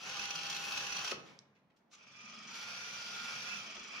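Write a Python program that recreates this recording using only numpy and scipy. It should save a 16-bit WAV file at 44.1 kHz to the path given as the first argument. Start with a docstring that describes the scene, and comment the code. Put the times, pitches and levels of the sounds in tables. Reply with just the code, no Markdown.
"""A motor drives a carriage through a sheet-metal cabinet in a small room. Gear teeth whine over a gritty
roll, loose parts rattle and ring the metal, and the stroke ends in a thud and a shudder. Soft knocks
and one sharp click dot the pause. With a short scrape the drive starts again, creeps with its shaft
rubbing, runs a smoother stroke at full speed and slows."""
import sys
import numpy as np
from scipy import signal
from scipy.fft import rfft, irfft, next_fast_len
from scipy.io import wavfile
from scipy.ndimage import map_coordinates

SR = 44100
rng = np.random.default_rng(int(sys.argv[2]) if len(sys.argv) > 2 else 0)


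def put_to_file(sound):
    """Save the sound as 16-bit audio at rate SR, in the file named by the first command-line argument."""
    columns = np.atleast_2d(sound).T  # one column per channel
    safe = np.clip(columns, -1, 1)
    whole_steps = np.round(safe * 32767)
    wavfile.write(sys.argv[1], SR, whole_steps.astype(np.int16))


N = 176400

# Drive speed. Each row: time in seconds, tooth rate in Hz.
FIRST_SPEED = [(0, 143.4), (.06, 150.3), (.12, 161), (.2, 161.6), (1.08, 161.6), (1.16, 138.5)]
SECOND_SPEED = [(1.95, 125.4), (2.2, 136.5), (2.465, 136), (2.5, 147), (2.58, 155.5), (2.96, 157.6),
                (3.25, 156.7), (3.52, 158.6), (3.74, 140), (4, 143.2)]
# Fader rides for the layers. Each row: time in seconds, level in dB.
FIRST_ROLL_LEVEL = [(0, -49), (.05, -44), (.2, -42), (.28, -43.5), (.45, -43), (.6, -43), (.67, -44),
                    (.75, -41), (.88, -42), (1.115, -41.5), (1.17, -63), (1.3, -66), (1.5, -120)]
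FIRST_WHINE_LEVEL = [(0, -70), (.13, -55.5), (.55, -56), (1.05, -57.5), (1.2, -120)]
SLIDE_LEVEL = [(.3, -100), (.5, -68), (.72, -61), (.9, -72.5), (1.1, -70.5), (1.2, -120)]
SCRAPE_LEVEL = [(1.895, -100), (1.915, -65), (1.93, -59), (1.939, -52.5), (1.946, -59), (1.954, -54),
                (1.968, -86), (2.0, -100)]
DRONE_LEVEL = [(1.85, -100), (2.05, -71.5), (2.32, -66.5), (2.45, -67), (3, -69.5), (3.4, -66.5), (4, -69)]
SECOND_ROLL_LEVEL = [(1.88, -120), (1.97, -65), (2.25, -54.5), (2.4, -52), (2.465, -54), (2.49, -47.5),
                     (2.53, -46), (2.8, -46.5), (3, -45.5), (3.3, -43.5), (3.41, -45), (3.54, -44.5),
                     (3.68, -48), (3.88, -49.5), (4, -47.5)]
SECOND_WHINE_LEVEL = [(1.95, -110), (2.25, -68), (2.48, -66.5), (2.6, -59), (3.05, -59), (3.17, -52),
                      (3.3, -51.5), (3.42, -61.5), (3.54, -55), (3.65, -71), (4, -67)]
# Overtones of the gear whine. 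Each row: multiple of the tooth rate, gain in dB.
FIRST_OVERTONES = [(1, -22.5), (5, -1), (6, -11.5), (8, -10.5), (9, -2.5), (11, -9.5), (16, -8), (19, -10),
                   (20, -2), (21, -16.5)]
SECOND_OVERTONES = [(5, -21), (8, -11), (9, 1.5), (10, -14), (15, -12), (17, -4.5), (20, -17.5), (22, -20)]
# EQ curves that give each noise its tone. Each row: frequency in Hz, relative gain in dB.
FIRST_ROLL_EQ = [(18, -69), (30, -28.5), (123, -17.5), (156, -9), (237, -14.5), (369, -15.5), (518, -10.5),
                 (622, -15.5), (709, -12), (787, -8.5), (897, -11.5), (970, -6.5), (1080, -5.5), (1470, -4),
                 (1970, -10), (2620, -1), (3320, -4), (3590, -9), (4310, -7), (5310, -11.5), (5740, -4.5),
                 (7260, -18), (7860, -27.5), (10700, -27), (15500, -40.5)]
SLIDE_EQ = [(3000, -40), (7000, -7.5), (10500, -1.5), (13000, 0), (15500, -8)]
BUMP_EQ = [(25, -21), (55, -0.5), (150, -2), (450, 4.5), (900, -10), (3000, -28), (9000, -51.5)]
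THUD_EQ = [(20, -63), (70, -35), (150, -19), (300, -13), (480, -1), (720, -11.5), (1100, -5), (1400, -3.5),
           (1900, -13), (8000, -45)]
SHUDDER_EQ = [(20, -55.5), (60, -24.5), (110, -4), (190, 0), (450, -6.5), (800, -4.5), (2000, -15.5),
              (8000, -56.5)]
KNOCK_EQ = [(30, -28.5), (200, -12.5), (900, -12.5), (1700, -5.5), (2300, -4.5), (2900, -4.5),
            (6500, -12.5), (8000, -26), (15000, -35)]
SCRAPE_EQ = [(180, -45), (300, -29), (523, -16.5), (991, -21), (1170, -3.5), (1970, -15.5), (2140, -4.5),
             (4930, -9), (6400, -5), (7670, -21), (15000, -42)]
DRONE_EQ = [(60, -34), (120, -11.5), (175, -6.5), (218, 1.5), (250, -5.5), (320, -27.5), (900, -70)]
CREEP_EQ = [(18, -65), (30, -21), (81, -25.5), (137, -16), (173, -21), (213, -6.5), (307, -12), (455, -11),
            (532, -11), (996, -8), (1230, 2), (1640, -7), (1910, -4.5), (2130, -7.5), (2360, 5), (2910, -3),
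            (3400, -2), (3680, -12), (4190, -10.5), (4540, -14), (4910, -5), (6050, -11), (7650, -30),
            (13600, -41.5), (15500, -58)]
RUB_EQ = [(1000, -22.5), (3500, -9), (5200, 3), (6500, -0.5), (7800, -15.5), (9000, -16.5), (10500, -30.5),
          (15000, -50)]
FULL_SPEED_EQ = [(18, -56), (30, -35), (81, -29), (123, -16.5), (213, -14), (284, -24.5), (420, -19),
                 (455, -12), (575, -17), (767, -12), (996, -12), (1400, -4.5), (1510, -8.5), (1820, -9.5),
                 (2180, -9), (2360, -2.5), (2990, -7.5), (3230, -5.5), (3880, -12), (4910, -8),
                 (5890, -8.5), (8060, -30), (11000, -29), (13300, -35.5), (15500, -44)]
AIR_EQ = [(18, -65), (30, -29), (211, 0), (274, -6.5), (312, -6), (415, -7), (794, -9.5), (905, -8),
          (2190, -17.5), (3070, -25), (6040, -35.5), (7240, -44), (15000, -42.5)]
# Sheet-metal resonances. Each row: centre in Hz, width in Hz, relative gain in dB.
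FIRST_RINGS = [(2596, 140, -0.5), (3242, 51, -1), (4290, 160, -5.5), (5050, 180, -6), (5785, 180, -3.5),
               (6560, 61, -7)]
BUZZ_RINGS = [(2610, 120, 2), (2695, 110, -7.5)]
CLINK_RINGS = [(2240, 490, 0)]
SECOND_RINGS = [(2345, 190, -1), (3146, 89, -3), (3400, 51, -3), (4245, 250, -9.5), (4870, 380, -8.5),
                (5520, 120, -13.5), (5926, 130, -2.5), (6970, 73, -7.5)]
# Hits of loose parts. Each row: start in seconds, level in dB.
RATTLES = [(0.093, -34), (.168, -37), (0.193, -29), (.238, -36), (0.253, -31), (.305, -30.5), (.353, -29),
           (.389, -31.5), (0.431, -31.5), (.465, -32.5), (0.498, -26), (0.501, -37), (.527, -34),
           (.545, -32), (.563, -28), (.579, -39), (.638, -31.5), (.648, -29.5), (.707, -34), (0.72, -29),
           (.737, -39), (.761, -38), (.773, -26), (0.805, -35), (.82, -50), (.867, -33), (.904, -32.5),
           (.922, -29), (.965, -28.5), (1.045, -26.5), (1.076, -28), (1.111, -26)]
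# Swells of a loose sheet. Each row: centre in seconds, half length in seconds, level in dB.
BUZZES = [(.55, .05, -48), (0.735, .04, -43.5), (3.523, 0.074, -49.5), (3.982, .05, -52)]
# Bumps on the rail. Each row: start in seconds, level in dB, 60 dB decay time in seconds.
BUMPS = [(.77, -60, .15), (3.765, -54.5, 0.19)]
# Ringing of the cabinet and the click. Each row: pitch in Hz, level in dB, 60 dB decay time in seconds.
CABINET_MODES = [(137, -68, 1.25), (170, -63, 1.0), (206.7, -62, 0.89), (460, -35.5, 0.068),
                 (513, -34, .05), (1107, -35.5, 0.044), (1268, -29.5, 0.043)]
CLICK_MODES = [(4100, -9.5, .006), (5000, -0.5, 0.0032), (5560, -8, 0.0084), (6650, -20, .003)]
# Settling knocks. Each row: start in seconds, level in dB, 60 dB decay time in seconds,
# treble tilt in dB per octave, clink over the knock in dB.
KNOCKS = [(1.257, -58, 0.54, -1, -6), (1.548, -72, 0.24, -2, -4), (1.699, -70.5, 0.087, -3, 3),
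          (1.761, -71.5, 0.15, 6, -28)]
# Reverb tail. Each row: frequency in Hz, 60 dB decay time in seconds.
ROOM_DECAY = [(150, 0.53), (1000, 0.46), (4000, 0.34), (12000, 0.18)]
# Stereo width. Each row: frequency in Hz, side over mid in dB.
WIDTH = [(60, -13.5), (250, -10), (500, -5), (1200, -2), (2400, 1), (4500, -2), (9000, 0.5)]
# Pan of the cabinet. Each row: time in seconds, right over left in dB.
PAN = [(1.1, 0), (2.1, 0.5)]

CREEP_HZ, FULL_HZ = 141, 154.95  # tooth rates of the creeping and the full-speed tone
PINION_TEETH = 6
ROOM_DB, PANEL_DB, PANEL_T60 = -7.5, -2, 0.012


def amp(db):
    """Decibels to gain."""
    return 10 ** (np.asarray(db) / 20)


def unit(x):
    """Scale to rms 1."""
    return x / np.sqrt(np.mean(x ** 2) + 1e-20)


def along(points, hz):
    """Read (Hz, value) points on a log axis."""
    f, v = np.transpose(points)
    return np.interp(np.log(hz + 1), np.log(f + 1), v)


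def curve(rows):
    """Join (seconds, value) points, one value per sample."""
    return np.interp(np.arange(N) / SR, *np.transpose(rows))


def wobble(rate):
    """A smooth random drift, rate knots a second."""
    return map_coordinates(rng.standard_normal(int(N * rate / SR) + 4), [np.arange(N) * rate / SR])


def filtered(x, response):
    """Shape x with a gain that depends on frequency."""
    m = next_fast_len(N + SR // 2)
    return irfft(rfft(x, m) * response(np.fft.rfftfreq(m, 1 / SR)), m)[..., :N]


def eq(x, points, tilt_db=0, size=8192):
    """Minimum-phase EQ: no ring ahead of a hit, and white noise keeps its power."""
    hz = np.fft.rfftfreq(size, 1 / SR)
    cepstrum = irfft(np.log(amp(along(points, hz) + tilt_db * np.log2(1 + hz / 1000))))
    cepstrum[1:size // 2] *= 2
    cepstrum[size // 2 + 1:] = 0
    impulse = irfft(np.exp(rfft(cepstrum)))
    return signal.fftconvolve(x, impulse / np.linalg.norm(impulse))[:N]


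def burst(start, db, t60, attack_s):
    """A noise hit that dies away."""
    t = np.maximum(np.arange(N) / SR - start, 0)
    return amp(db - 60 * t / t60) * (1 - np.exp(-t / attack_s)) * rng.standard_normal(N)


def tooth_phase(speed):
    """Phase of the meshing teeth, slightly unsteady."""
    return 2 * np.pi * np.cumsum(curve(speed) * (1 + .0015 * wobble(24.88))) / SR


def grit(phase, depth, grain_db, flutter_db):
    """Rolling contact: uneven grains that swell once per tooth."""
    size = amp(grain_db * wobble(900) + flutter_db * wobble(70))
    return unit(rng.standard_normal(N) * size * (1 + depth * np.cos(phase)))


def sheet(x, rings):
    """Sheet metal rings in narrow bands; white noise keeps its power."""
    def response(f):
        return unit(np.abs(sum(amp(db) / (1 + 2j * (f - hz) / width) ** 2 for hz, width, db in rings)))
    return filtered(x, response)


def whine(phase, overtones, level, waver_db, jitter_rad):
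    """Meshing teeth sing overtones of their rate, reaching the two ears out of step."""
    tone = np.zeros((2, N))
    for k, db in overtones:
        spread = np.array([[.5], [-.5]]) * min(k / 12, 1.5)
        gain = amp(db + waver_db * wobble(34))
        jitter = jitter_rad * np.array([wobble(40), wobble(40)])
        tone += gain * np.sin(k * phase + spread + jitter)
    return np.sqrt(2) * tone * amp(curve(level))


def first_stroke():
    """Rolling and rattling parts ring the metal, sliding adds hiss. Gives mono noise, stereo whine."""
    phase = tooth_phase(FIRST_SPEED)
    level = amp(curve(FIRST_ROLL_LEVEL))
    rolling = level * grit(phase, depth=0.088, grain_db=2.0, flutter_db=1.5)
    rattle = sum(burst(start, db - 1.5, t60=0.033, attack_s=.002) for start, db in RATTLES)
    ring = sheet(amp(-9) * level * rng.standard_normal(N) + amp(-5.5) * rattle, FIRST_RINGS)
    slide = eq(amp(curve(SLIDE_LEVEL)) * rng.standard_normal(N), SLIDE_EQ)
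    noise = eq(rolling, FIRST_ROLL_EQ) + eq(rattle, FIRST_ROLL_EQ, tilt_db=2.6) + ring + slide
    return noise, whine(phase, FIRST_OVERTONES, FIRST_WHINE_LEVEL, waver_db=0.5, jitter_rad=0.35)


def buzz():
    """A loose sheet buzzes in brief swells."""
    t = np.arange(N) / SR
    swell = sum(amp(db) * np.exp(-((t - centre) / half) ** 2) for centre, half, db in BUZZES)
    return sheet(swell * rng.standard_normal(N), BUZZ_RINGS)


def bumps():
    """The carriage bumps dully along its rail."""
    return eq(sum(burst(*row, attack_s=0.0033) for row in BUMPS), BUMP_EQ)


def struck(start, modes, attack_s):
    """A struck part rings out as damped sines."""
    t = np.maximum(np.arange(N) / SR - start, 0)
    ring = sum(amp(db - 60 * t / t60) * np.sin(2 * np.pi * hz * t) for hz, db, t60 in modes)
    return (1 - np.exp(-(t / attack_s) ** 2)) * ring


def end_stop(start):
    """The carriage thuds home; the cabinet rings and shudders."""
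    thud = eq(burst(start, db=-38.5, t60=0.068, attack_s=0.00084), THUD_EQ)
    ring = struck(start, CABINET_MODES, attack_s=0.0017)
    shudder = eq(burst(start, db=-53, t60=1, attack_s=0.0084), SHUDDER_EQ)
    return thud + ring + shudder


def knock(start, db, t60, tilt_db, clink_db):
    """The mechanism settles: a soft contact with a little metal in it."""
    body = eq(burst(start, db, t60, attack_s=0.0046), KNOCK_EQ, tilt_db)
    clink = sheet(burst(start, db + clink_db, t60, attack_s=0.0059), CLINK_RINGS)
    return body + clink


def click(start, left_lag_s=0.00019):
    """A small hard click close by, reaching the right ear first."""
    right, left = (struck(start + lag, CLICK_MODES, attack_s=0.00013) for lag in (0, left_lag_s))
    return amp(-40) * (np.array([left, right]) + amp(1) * room(right))


def scrape():
    """The drive takes up with a short scrape."""
    return eq(amp(curve(SCRAPE_LEVEL)) * rng.standard_normal(N), SCRAPE_EQ)


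def second_stroke():
    """A smoother roll over droning panels; the shaft rubs when slow. Gives mono noise, stereo whine."""
    phase = tooth_phase(SECOND_SPEED)
    level = amp(curve(SECOND_ROLL_LEVEL))
    rolling = level * grit(phase, depth=0.083, grain_db=1.5, flutter_db=1.2)
    fast = np.clip((curve(SECOND_SPEED) - CREEP_HZ) / (FULL_HZ - CREEP_HZ), 0, 1)
    roll = eq(fast * rolling, FULL_SPEED_EQ) + eq((1 - fast) * rolling, CREEP_EQ)
    once_a_turn = np.sin(phase / PINION_TEETH / 2) ** 4
    rub = eq(amp(-10.5) * level * (1 - fast) * unit(once_a_turn * rng.standard_normal(N)), RUB_EQ)
    ring = sheet(amp(-7) * level * rng.standard_normal(N), SECOND_RINGS)
    drone = amp(curve(DRONE_LEVEL)) * eq(rng.standard_normal(N), DRONE_EQ)
    noise = roll + rub + ring + drone
    return noise, whine(phase, SECOND_OVERTONES, SECOND_WHINE_LEVEL, waver_db=0, jitter_rad=0.2)


def echoes():
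    """Mid and side reflections for one spot: the room's tail, and quick ones off the panels."""
    hz, t, spectrum = signal.stft(rng.standard_normal((2, SR // 2)), SR, nperseg=256)
    decay = amp(-60 * t / along(ROOM_DECAY, hz)[:, None])
    tail = signal.istft(spectrum * decay, SR, nperseg=256)[1]
    t = np.arange(tail.shape[1]) / SR
    panels = rng.standard_normal(len(t)) * amp(-60 * t / PANEL_T60) * (t > .001)
    mid, side = amp(ROOM_DB) * tail / np.linalg.norm(tail[0])
    side = side + amp(PANEL_DB) * panels / np.linalg.norm(panels)
    return np.array([mid, side / np.linalg.norm(side)])


def room(x, spots=5, sway_s=.13):
    """Direct sound plus reflections that shift as if with the carriage; narrow bass, wide top."""
    def width(hz):
        angle = np.arctan(amp(along(WIDTH, hz)))
        return np.array([np.cos(angle), np.sin(angle)])
    place = np.arange(N) / SR / sway_s
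    crossfades = (np.sin(np.pi / 2 * np.minimum((place - k) % spots, 2)) for k in range(spots))
    wet, side = sum(signal.fftconvolve((x * fade)[None], echoes(), axes=1)[:, :N] for fade in crossfades)
    mid = (x + wet) / np.hypot(1, amp(ROOM_DB))
    mid, side = filtered(np.array([mid, side]), width)
    return np.array([mid + side, mid - side])


def scene():
    """Both strokes and the pause between them, over quiet room tone."""
    first, first_whine = first_stroke()
    second, second_whine = second_stroke()
    air = amp(-74) * eq(rng.standard_normal(N), AIR_EQ)
    mechanism = first + buzz() + bumps() + end_stop(start=1.119) + scrape() + second
    knocks = sum(knock(*row) for row in KNOCKS)
    cabinet = room(mechanism + knocks + air) + first_whine + second_whine
    pan = amp(curve(PAN) * np.array([[-.5], [.5]]))
    return cabinet * pan + click(start=1.39)


def record(dry):
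    """A brick-wall low-pass trims the very top."""
    return filtered(dry, lambda hz: hz < 15730)


dry = scene()
out = record(dry)
put_to_file(out)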